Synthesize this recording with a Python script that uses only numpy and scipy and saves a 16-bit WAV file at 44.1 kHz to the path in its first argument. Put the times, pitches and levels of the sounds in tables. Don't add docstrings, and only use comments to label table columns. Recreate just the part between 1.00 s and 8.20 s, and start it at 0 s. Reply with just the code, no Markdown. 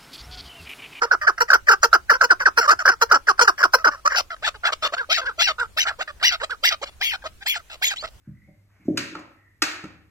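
import sys
import numpy as np
from scipy import signal
from scipy.fft import rfft, irfft
from scipy.io import wavfile
from scipy.ndimage import uniform_filter1d

SR = 44100
rng = np.random.default_rng(int(sys.argv[2]) if len(sys.argv) > 2 else 0)


def file_out(sig):
    cols = np.atleast_2d(sig).T
    lim = np.clip(cols, -1, 1)
    pcm = np.round(lim * 32767).astype(np.int16)
    wavfile.write(sys.argv[1], SR, pcm)


def volts_from_decibels(level):
    exponent = np.asarray(level, float) / 20
    return 10 ** exponent


N = 317520

# time in seconds, throat shift in octaves, treble in dB.
NECK = [(0, -0.06, -7), (.3, 0.041, -3.5), (.6, 0, -0.5), (1, -.03, -1), (1.4, .01, -1.5), (1.8, 0.013, 0),
        (2.1, -.06, -1.5), (2.5, -.06, 3.5), (2.9, -0.072, -2.5), (3.17, 0.044, -1.5), (3.6, -0.023, 0.5),
        (4.1, -0.049, -2.5), (4.8, 0.028, -1.5), (5.25, 0.0066, 2), (5.7, 0, 2), (6.1, -0.0013, -0.5),
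        (6.6, 0.0099, 0), (7.2, -0.044, 0)]
# time in seconds, share of the front colour 0-1.
FACING = [(3.1, 0), (3.42, 1)]
RISE_S = .0055


def evened(x, size=None):
    if size is None:
        power = np.mean(x ** 2)
    else:
        power = abs(uniform_filter1d(x ** 2, size))
    return x / np.sqrt(power + 1e-20)


def read(points, hz):
    f, value = np.transpose(points)
    return np.interp(np.log(hz + 1), np.log(f + 1), value)


def hush():
    # frequency in Hz, level in dB per Hz.
    air = [(12, -72), (20, 8.5), (91, -20), (206, -26), (2730, -32.5), (6910, -36.5), (13900, -42),
           (16500, -45.5)]
    # frequency in Hz, left-right correlation 0-1.
    same_points = [(40, 0.67), (300, 0.37), (3000, .1)]
    frames, hz = N // 256 + 5, np.fft.rfftfreq(1024, 1 / SR)
    a, b, c, d, patches = rng.standard_normal((frames, 513, 5)).T
    patches = uniform_filter1d(patches, size=10, axis=0)
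    patches = evened(uniform_filter1d(patches, size=12, axis=1))
    same = np.clip(read(same_points, hz), -1, 1)[:, None]
    left, other = a + 1j * b, c + 1j * d
    z = np.array([left, same * left + np.sqrt(1 - same ** 2) * other])
    z *= volts_from_decibels(read(air, hz)[:, None] + 2.0 * patches)
    noise = signal.istft(z, nperseg=1024, noverlap=768)[1][:, :N]
    return volts_from_decibels(-51) * evened(noise)


def steady_kinds():
    # start in seconds, length in seconds, effort in dB, pitch from in Hz, pitch to in Hz.
    chucks = [(.114, 0.038, -10.5, 752.3, 329.2), (.533, 0.027, -5, 731, 330.4),
              (.504, .022, -10, 749, 518.6), (.711, 0.034, -6.5, 489.6, 383.5),
              (.932, 0.032, -5.5, 695.8, 334.5), (1.213, 0.018, -6.5, 821.2, 500),
              (1.857, 0.02, -8.5, 708.7, 480.5), (1.88, 0.026, -4.5, 599.4, 326.5),
              (2.116, .022, -4.5, 607.7, 378), (2.142, 0.03, -9, 366.8, 267.3),
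              (2.395, 0.0099, -7.5, 814, 517.6), (2.871, 0.022, -8, 364.6, 272.3),
              (1.706, .03, -7, 641, 330.5)]
    dives = [(.271, 0.033, -8.5, 785.8, 347), (.685, 0.022, -5, 598, 419.2),
             (1.097, 0.031, -6.5, 799.8, 396.8), (1.304, 0.028, -6.5, 556, 312.4),
             (1.457, 0.031, -8.5, 660, 300.1), (2.284, 0.032, -9, 500, 368.9),
             (2.476, 0.026, -7, 482.3, 340.2), (2.63, 0.03, -8, 634.6, 305.9),
             (2.846, 0.02, -8, 689.5, 411.4)]
    clucks = [(3.544, .027, -43, 762.4, 400.2), (.018, 0.037, -19, 488.7, 473.1),
              (.407, 0.025, -15, 454.4, 471), (.832, 0.028, -12.5, 677, 445.9),
              (1.235, 0.023, -16.5, 487.4, 483.7), (1.576, 0.026, -13.5, 551.5, 452.8),
              (2.017, 0.023, -12.5, 563.7, 455.7), (2.411, 0.027, -13, 500, 483.5),
              (2.738, 0.021, -10.5, 841.6, 486.6)]
    leads = [(.483, 0.014, -16.5, 647.8, 604.9), (.67, 0.014, -13.5, 642.3, 599.4),
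             (1.399, 0.015, -11, 584, 542.9), (1.292, .007, -24, 600, 561.3),
             (2.093, 0.015, -21, 606.3, 593), (2.272, 0.0083, -9.5, 595.6, 567.3),
             (2.38, 0.0088, -21.5, 602.6, 704.3), (2.58, 0.04, -13.5, 602.7, 558.4),
             (3.099, 0.031, -13, 620.6, 560), (3.128, 0.031, -12.5, 482.4, 559.7),
             (5.2, 0.027, -27.5, 500, 616.8), (5.402, 0.018, -19.5, 453, 500)]
    trails = [(.216, 0.044, -18.5, 622.8, 600), (.562, .01, -23, 399, 328),
              (1.418, 0.021, -18, 537.6, 466.5), (6.222, .018, -38.5, 850.7, 857),
              (2.94, .06, -40, 640.9, 639.9), (.381, 0.013, -20, 701.5, 667.8),
              (1.132, 0.034, -13, 525, 523.2), (1.608, 0.057, -14, 803, 500),
              (1.792, .034, -17.5, 758, 601), (1.916, 0.025, -17.5, 481.6, 450),
              (2.447, 0.014, -18, 471.5, 384.3), (2.785, 0.041, -29.5, 649, 646),
              (2.915, 0.042, -25.5, 586.5, 563), (3.306, 0.04, -24.5, 694, 649),
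              (3.366, 0.0023, -38, 602.6, 500), (3.885, 0.021, -33.5, 590.8, 580),
              (4.216, 0.03, -25.5, 547, 500), (4.925, 0.019, -37.5, 701.3, 646),
              (5.078, 0.034, -27.5, 638, 571.3), (.062, 0.028, -33.5, 639.7, 558.8),
              (6.595, 0.013, -37, 688.6, 582.5)]
    yaps = [
        (3.466, .025, -18, 588.8, 605.7),
        (3.724, .014, -19, 596.5, 639.5),
        (3.826, 0.05, -18.5, 625.5, 599),
    ]
    rasps = [
        (3.158, .05, -21.5, 758.5, 636.4),
        (5.859, 0.038, -46.5, 797.4, 592.2),
        (5.91, 0.038, -66, 599.4, 500),
        (6.28, 0.017, -59, 599.5, 500),
        (7.068, 0.02, -48, 670, 561),
        (6.7, 0.059, -44.5, 818, 601.2),
    ]
    scoops = [
        (1.678, 0.02, -3, 561.1, 632.9),
        (3.053, .012, -7, 540.7, 600.6),
        (3.071, 0.0071, -7, 595, 644),
    ]
    # part of the note 0-1, level in dB, glide 0-1, roughness 0-1,
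    # throat in Hz, windpipe overtones in dB under the effort.
    chuck = [(0, 3.5, 0.03, 0.62, 1496, -21), (.25, -2.5, 0.36, 0.49, 1494, -8.5),
             (.6, -3.5, .7, 0.4, 1450, -11), (1.001, -7.5, 1, 0.38, 1356, -20)]
    dive = [(0, -3.5, 0, 0.46, 1710, -21), (.25, 3.5, 0.35, 0.36, 1542, -15),
            (0.601, -3, .7, 0.28, 1410, -14), (0.999, -7.5, 0.97, 0.29, 1214, -14.5)]
    cluck = [(0, 3.5, 0.041, 0.85, 1457, -8), (0.201, 4.5, 0.62, 0.53, 1428, -9),
             (0.501, 5, 0.87, .2, 1469, -5), (1, -5, 0.99, 0.083, 1172, -6.5)]
    lead = [(0, -17.5, .011, .6, 1752, -11), (1, -4, 1, .55, 1423, -13.5)]
    trail = [(0, -3, .061, .4, 1601, -10), (1, -8.5, 1, .35, 1343, -13)]
    yap = [(0, -4, 0.012, .5, 1278, -3), (0.598, 1.5, 1, .65, 1335, -2.5), (0.999, -4, 1, .6, 1220, -1.5)]
    rasp = [(0, 4, 0.057, .6, 1538, -2.5), (0.549, 7.5, .4, .6, 1333, 0.86), (0.998, 2.5, 1, .7, 1150, -2)]
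    scoop = [(0, -15, 0.0092, .45, 1137, -15.5), (0.999, 1, 1, .4, 1365, -11.5)]
    return dict(chuck=(chucks, chuck), dive=(dives, dive), cluck=(clucks, cluck), lead=(leads, lead),
                trail=(trails, trail), yap=(yaps, yap), rasp=(rasps, rasp), scoop=(scoops, scoop))


def opening_kinds():
    # start in seconds, length in seconds, effort in dB, pitch from in Hz, pitch to in Hz.
    arcs = [(3.425, 0.042, -21, 559.4, 900), (3.925, 0.024, -19.5, 522.4, 688.6),
            (4.99, 0.039, -22.5, 479, 761.6), (5.424, 0.024, -21.5, 474.2, 657.3),
            (5.817, 0.026, -23, 381.3, 637.4), (6.24, .036, -27, 526.6, 640.6),
            (6.41, 0.027, -36, 743.7, 820), (7.022, 0.038, -27.5, 529, 680.6)]
    arches = [
        (3.636, .07, -18.5, 796.9, 641.5),
        (4.853, .066, -22.5, 801, 637.4),
    ]
    moans = [
        (3.968, .078, -21, 558, 440),
        (4.252, 0.071, -20.5, 545.3, 440),
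        (4.585, .075, -18.5, 509, 430),
        (5.498, .055, -23.5, 563, 430),
    ]
    squeals = [
        (4.092, .076, -17, 577.5, 900),
        (4.382, .084, -17, 618.9, 931.8),
    ]
    drops = [
        (4.172, 0.035, -20, 789.5, 604.5),
        (4.47, 0.049, -17.5, 832, 622.3),
        (5.316, .044, -22.5, 759.2, 650.6),
        (5.712, .036, -22, 754.2, 634.3),
        (6.901, 0.04, -25, 1046, 650.5),
    ]
    cries = [
        (4.767, 0.075, -23, 600.3, 1003),
        (5.222, 0.081, -21.5, 601.6, 1005),
        (5.631, .073, -21, 593.7, 1024),
        (6.816, 0.08, -24.5, 725.6, 1111),
    ]
    whines = [
        (6.004, .156, -17, 640, 1144),
        (6.455, .125, -18, 638.6, 1145),
    ]
    chirps = [
        (6.962, 0.064, -36.5, 765, 1588),
    ]
    # part of the note 0-1, level in dB, glide 0-1, roughness (over 1 is air),
    # throat as a multiple of the pitch, windpipe overtones in dB under the effort.
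    arc = [(0, -13.5, 0.0088, .4, 2.4, -6.5), (.6, 1, 1, .45, 2.2, -8.5), (1, -5, .7, .55, 2.2, -1)]
    arch = [(0, -7.5, .8, .5, 2.2, -22.5), (.25, 2, .5, 0.6, 2.1, -7), (0.552, 2, 0, .55, 2.02, -4),
            (1, -8.5, 1, .55, 2.02, -20)]
    moan = [(0, -10.5, .9, .5, 3.02, -15.5), (0.199, -3.5, .3, .4, 3.01, -6),
            (.4, -0.5, 0, .25, 3.01, -21.5), (.62, -3, .8, .3, 3.01, -16.5), (.75, -14, 1.1, .5, 3.05, -14),
            (1, -17, 1.2, .7, 3.3, -17.5)]
    squeal = [(0, -21.5, 0.015, .35, 1.5, -13), (0.118, -3, .15, .3, 2.02, -0.5), (0.3, 3, .3, .3, 1.8, 1),
              (0.5, 3, .8, .4, 1.8, 3), (.62, -9, 1, 1.6, 2.2, 4.5), (1.002, -15.5, 0.96, 1.8, 2.2, 1.5)]
    drop = [(0, -3.5, 0.0023, 0.45, 2.05, -2.5), (0.348, 2.5, .6, .4, 2.03, -1.5),
            (1.003, -7.5, 1, .5, 2.02, -4.5)]
    cry = [(0, -18, 0.0, .4, 1.37, -10), (.1, 3, .15, 0.43, 2.02, -2), (.2, 6, .4, .35, 2, -1),
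           (.37, 9.5, 0.93, .4, 2.01, -3), (.46, -2, 0.97, 1.6, 1.7, 4.5), (.8, -13, 1, 1.8, 1.6, 15.5),
           (0.999, -11, .9, 1.8, 1.6, -1.5)]
    whine = [(0, -36.5, 0.017, 0.34, 1.5, -14), (.06, -6.5, .3, .3, 1.7, -2),
             (0.171, -2, .85, 0.35, 2.02, -2.5), (0.249, -3.5, 0.95, 1.8, 2.6, -1.5),
             (0.65, -11.5, 1, 1.8, 2.6, -5.5), (0.74, -9, 0.99, .4, 2.02, -4),
             (.87, -7.5, .25, 0.4, 1.8, -3.5), (1.001, -13, 0.2, 0.43, 1.9, -3.5)]
    chirp = [(0, 4.5, 0.088, 0.97, 3.1, -1), (0.449, 3.5, 0.76, 0.94, 3.1, -14), (1.001, 1, 1, .9, 3.2, -1)]
    return dict(moan=(moans, moan), arch=(arches, arch), arc=(arcs, arc), squeal=(squeals, squeal),
                cry=(cries, cry), drop=(drops, drop), whine=(whines, whine), chirp=(chirps, chirp))


def notes():
    # gullet in dB, throat's octave in dB,
    # beak hiss in dB, narrow ring of the throat in dB.
    sides_db = dict(chuck=(0.5, -4, -1, 3.5), dive=(-2.5, 0.5, -12, 5.5), cluck=(4.5, 6.5, 2.5, -7.5),
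                lead=(3, 4.5, 13.5, -19.5), trail=(0.5, -17, 2.5, -6.5), yap=(-0.5, 3, -9, -32),
                rasp=(6.5, -23, -2, 0), moan=(-6.5, 9, 22, 4.5), arch=(1, -3, 0, -30),
                arc=(8, 12, -15, -76), squeal=(-2, 11, 26, -35), cry=(-3, -12, 29, 6),
                drop=(-0.5, -1.5, -12, -52), whine=(1, -14.5, 20.5, -31.5), chirp=(13, -12, -18, -25),
                scoop=(-5.5, 14, 4, -4.5))
    opening = opening_kinds()
    neck_s, neck_octaves, _ = np.transpose(NECK)
    out = []
    for kind, (rows, shape) in {**steady_kinds(), **opening}.items():
        part, db, glide, rough, throat, upper_db = np.transpose(shape)
        sides = np.outer(sides_db[kind], np.ones(len(part)))
        for start, length, effort_db, from_hz, to_hz in rows:
            hz = from_hz * (to_hz / from_hz) ** glide
            if kind in opening:
                throat_hz = throat * hz
            else:
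                throat_hz = throat * 2 ** np.interp(start, neck_s, neck_octaves)
            s = start + part * length
            out.append(np.array([s, effort_db + db, hz, rough, throat_hz, upper_db, *sides]))
    return sorted(out, key=lambda note: note[0, 0])


def effort(t):
    rise_db, fall_s, fall_db = 30, 0.015, 47
    out = np.zeros(N)
    for s, db, *_ in notes():
        s = np.r_[s[0] - 3 * RISE_S, s[0] - RISE_S, s, s[-1] + fall_s, s[-1] + 3 * fall_s]
        db = np.r_[db[0] - 45, db[0] - rise_db, db, db[-1] - fall_db, db[-1] - 60]
        out = np.maximum(out, volts_from_decibels(np.interp(t, s, db, -150, -150)))
    return out


def syrinx(hz, rough):
    wander = evened(uniform_filter1d(rng.standard_normal(N), size=120))
    turns = np.cumsum(hz * np.exp((0.0061 + 0.35 * rough ** 2) * wander)) / SR
    pulses = sum(np.cos(2 * np.pi * k * turns) * (k * hz < 16500) / k ** 0.15 for k in range(1, 36))
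    size_db = 4 * rough * rng.standard_normal(N)[turns.astype(int)]
    puffs = (0.03 + np.exp(-(turns % 1) / 0.28)) * rng.standard_normal(N)
    air = np.clip(0.1 + 0.3 * rough ** 2, 0, 1)
    mix = np.sqrt(1 - air) * evened(pulses, size=900) + np.sqrt(air) * evened(puffs)
    return volts_from_decibels(size_db) * mix


def resonate(x, hz, width):
    turn = np.exp(2j * np.pi * np.cumsum(hz * np.ones(len(x))) / SR)
    r = np.exp(-np.pi * width / SR)
    smooth = signal.lfilter([(1 - r) ** 2], [1, -2 * r, r * r], x / turn + 1e-18)
    return 2 * (turn * smooth).real


def body(x, modes):
    return sum((-1) ** k * volts_from_decibels(db) * resonate(x, hz, width) for k, (hz, width, db) in enumerate(modes))


def colour(x, points):
    hz = np.fft.rfftfreq(N, 1 / SR)
    smear = np.exp(-1j * (hz / 1500) ** 2)
    return irfft(rfft(x) * volts_from_decibels(read(points, hz)) * smear, N)


def patchy(x):
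    dent_db, band_db = 3.5, 4.0
    hz, _, z = signal.stft(x, SR, nperseg=512)
    fine, broad = rng.standard_normal((*z.shape, 2)).transpose(2, 0, 1)
    dents = uniform_filter1d(uniform_filter1d(fine, size=3, axis=0), size=7, axis=1)
    dents = evened(dents - uniform_filter1d(dents, size=11, axis=0))
    bands = evened(uniform_filter1d(uniform_filter1d(broad, size=22, axis=0), size=9, axis=1))
    bands = bands * (hz > 6200)[:, None]
    return signal.istft(z * volts_from_decibels(dent_db * dents + band_db * bands), SR, nperseg=512)[1][:N]


def partridge():
    # frequency in Hz, width in Hz, level in dB.
    crop = [(297, 160, -18), (500, 1120, 3.5), (900, 353, 15)]
    # frequency in Hz, level in dB.
    behind_points = [(1800, -19.5), (2900, -8), (3600, -24), (4300, -9), (5500, 0), (6100, -9), (6600, -18),
                     (8200, -26), (9800, -29.5), (11500, -26), (14500, -25)]
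    # frequency in Hz, level in dB.
    front_points = [(1500, -16), (2100, 9), (4000, 7.5), (5200, 3.5), (6200, -4), (7500, -5.5),
                    (10000, -33.5), (12000, -19.5), (15000, -31)]
    t = np.arange(N) / SR
    s, _, *columns = np.hstack(notes())
    hz, rough, throat_hz, upper_db, crop_db, octave_db, hiss_db, ring_db = (
        np.interp(t, s, c) for c in columns)
    rough = np.clip(rough, 0, 2.5)
    beak = np.log2(throat_hz / 1400)
    front = np.interp(t, *np.transpose(FACING))
    drive = syrinx(hz, rough * np.clip(1 - .45 * beak, .3, 1))

    throat = resonate(resonate(drive, throat_hz, 1075), throat_hz, 884)
    throat = evened(throat, size=900)
    ring = evened(resonate(throat, throat_hz, 380), size=900)
    throat = throat + volts_from_decibels(ring_db) * ring
    gullet = resonate(body(drive, crop), 305, 1066)
    gullet_db = crop_db - 10 - 8 * np.minimum(rough, 1) - 30 * np.minimum(beak, .9)
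    gullet_db = gullet_db + 5 * front
    lower = evened(throat, size=900) + volts_from_decibels(gullet_db) * evened(gullet, size=900)

    rasp = drive + .55 * rng.standard_normal(N)
    upper = (1 - front) * evened(colour(drive, behind_points), size=900)
    upper += front * evened(colour(rasp, front_points), size=900)
    octave = evened(resonate(drive, 2 * throat_hz, 505.0), size=900)
    upper += volts_from_decibels(octave_db - 23.0 + 18.6 * beak - 60 * np.maximum(beak - 1.1, 0)) * octave
    hiss = evened(body(rng.standard_normal(N), [(11980, 2300, -0.22), (15300, 710, -1.77)]))
    upper += volts_from_decibels(hiss_db - 59.5 + 27.0 * np.minimum(beak, 1.25)) * hiss
    neck_s, _, treble_db = np.transpose(NECK)
    upper = patchy(upper) * volts_from_decibels(np.interp(t, neck_s, treble_db) - 2)

    lower_share = np.sqrt(np.clip(1 - volts_from_decibels(2 * upper_db), .15, 1))
    return effort(t) * (lower_share * evened(lower, size=900) + volts_from_decibels(upper_db) * upper)


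def wall(x):
    # frequency in Hz, t60 in seconds.
    decay = [(300, 0.17), (900, 0.11), (1500, 0.12), (2300, 0.11), (5000, 0.092), (10000, 0.14)]
    taps = np.zeros((2, SR // 2))
    at = np.arange(200, SR // 2 - 20, 20)
    at = at + rng.integers(0, 20, (2, len(at)))
    np.put_along_axis(taps, at, rng.choice([-1., 1.], at.shape), 1)
    hz, t, z = signal.stft(taps, SR, nperseg=256)
    tail = signal.istft(z * volts_from_decibels(-60 * t / read(decay, hz)[:, None]), SR, nperseg=256)[1]
    return signal.fftconvolve(x[None], tail / np.linalg.norm(tail[0]), axes=1)[:, :N]


def scatter(x):
    # frequency in Hz, random phase between the ports in radians.
    port_blur = [(300, 0.3), (3000, 0.66), (8000, 0.94), (15000, 0.77)]
    hz, _, z = signal.stft(x, SR, nperseg=256)
    chance = uniform_filter1d(rng.standard_normal(z.shape[1:]), size=4, axis=0)
    chance = evened(uniform_filter1d(chance, size=3, axis=1))
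    side = np.array([.5, -.5])[:, None, None]
    shift = np.exp(1j * side * read(port_blur, hz)[:, None] * chance)
    return signal.istft(z * shift, SR, nperseg=256)[1][:, :N]


def whistle(rows, octave_db):
    # part of the note 0-1, level in dB, share of the top pitch.
    pipe = [(0, -8, .88), (.15, 0, .96), (.4, 0, 1), (.68, -2, .985), (.82, -7, .94), (1, -11, .72)]
    beat_share = .295
    t, out = np.arange(N) / SR, np.zeros(N)
    waver, flutter, beat = (
        evened(uniform_filter1d(uniform_filter1d(rng.standard_normal(N), size=200), size=100))
        for _ in range(3))
    part, shape_db, share = np.transpose(pipe)
    for start, length, db, top_hz, side_db in rows:
        s = start + part * length
        turn = 2 * np.pi * np.cumsum(top_hz * np.interp(t, s, share) * np.exp(.012 * waver)) / SR
        under = 2 * np.pi * np.cumsum(beat_share * top_hz * np.exp(.03 * beat)) / SR
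        edge_s = np.r_[s[0] - RISE_S, s, s[-1] + RISE_S]
        envelope_db = np.interp(t, edge_s, np.r_[-60, shape_db, -60], -150, -150)
        level = volts_from_decibels(db + 3.0 * flutter + envelope_db)
        for k, gain in ((1, 0.96), (2, volts_from_decibels(octave_db))):
            out += level * gain * (np.cos(k * turn) + volts_from_decibels(side_db) * np.cos(k * turn - under))
    return np.sqrt(2) * out


def second_membrane():
    # start in seconds, length in seconds, level in dB, top in Hz, sideband in dB.
    pipes = [
        (4.138, 0.043, -30.5, 2727, 3),
        (4.418, 0.059, -21.5, 2836, -8.5),
        (4.797, 0.048, -24, 3039, -11),
        (5.245, .07, -19.5, 2916, -4.5),
        (5.655, .055, -23, 2925, -0.5),
        (6.843, 0.067, -23.5, 3455, -30),
    ]
    thin_pipes = [
        (6.028, .095, -24, 3300, -5),
        (6.478, .068, -25, 3380, -2.5),
    ]
    return whistle(pipes, octave_db=-1.5) + whistle(thin_pipes, octave_db=-15)


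def scene():
    # frequency in Hz, left minus right in dB.
    ports = [(380, -1), (1400, -1.7), (3000, 6.5), (4600, 4.5), (8000, -3), (15000, -6.5)]
    # time in seconds, left minus right in dB.
    drift = [(0, -2), (.7, -0.5), (1.6, -0.5), (3, 0.7), (3.7, -0.5), (4.2, 0.5), (5.6, -3.5), (6.2, 0.5),
             (7.2, -5)]
    # frequency in Hz, phase in radians.
    lag = [(0, 0), (2070, 1.9), (4700, 6.2), (13200, 24), (17000, 31)]
    bird = partridge() + second_membrane()
    t, hz = np.arange(N) / SR, np.fft.rfftfreq(N, 1 / SR)
    side = np.array([[.5], [-.5]])
    small_body = np.hypot(1, (230 / (hz + 1)) ** 4)
    tone = rfft(bird) * volts_from_decibels(side * read(ports, hz)) / small_body
    late = side * np.interp(hz, *np.transpose(lag))
    front = np.interp(t, *np.transpose(FACING))
    direct = (1 - front) * irfft(tone * np.exp(-1j * late), N)
    direct = direct + front * irfft(tone * np.exp(-.85j * late), N)
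    direct = scatter(direct) * volts_from_decibels(side * np.interp(t, *np.transpose(drift)))
    return direct + volts_from_decibels(-16.5) * wall(bird) + hush()


def gate(x):
    gate_db, cut_db, from_hz = 5.9, -35, 2500
    chance_db, db_per_octave = 3.2, 1.8
    hz, _, z = signal.stft(x, SR, nperseg=2048)
    power = (abs(z) ** 2).mean(0)
    db = 10 * np.log10(uniform_filter1d(power, size=10, axis=0)[::10] + 1e-16)
    chance = evened(uniform_filter1d(rng.standard_normal(db.shape), size=2, axis=1))
    under_db = uniform_filter1d(db, size=9, axis=0) - db + chance_db * chance
    under_db = np.repeat(under_db, 10, axis=0)[:len(hz)]
    octaves = np.log2((hz[:, None] + 1) / from_hz)
    shut = (under_db > gate_db - db_per_octave * octaves) & (octaves > 0)
    return signal.istft(z * volts_from_decibels(cut_db * shut), SR, nperseg=2048)[1][:, :N]


def roll_off(x):
    return signal.sosfilt(signal.butter(12, 16980, fs=SR, output="sos"), x)


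def record(dry):
    held = np.tanh(dry * 1.1) / 1.1
    top_edge = signal.ellip(8, .5, 70, 16200, fs=SR, output="sos")
    held = signal.sosfilt(top_edge, held)
    return roll_off(gate(held))


dry = scene()
out = record(dry)
file_out(out)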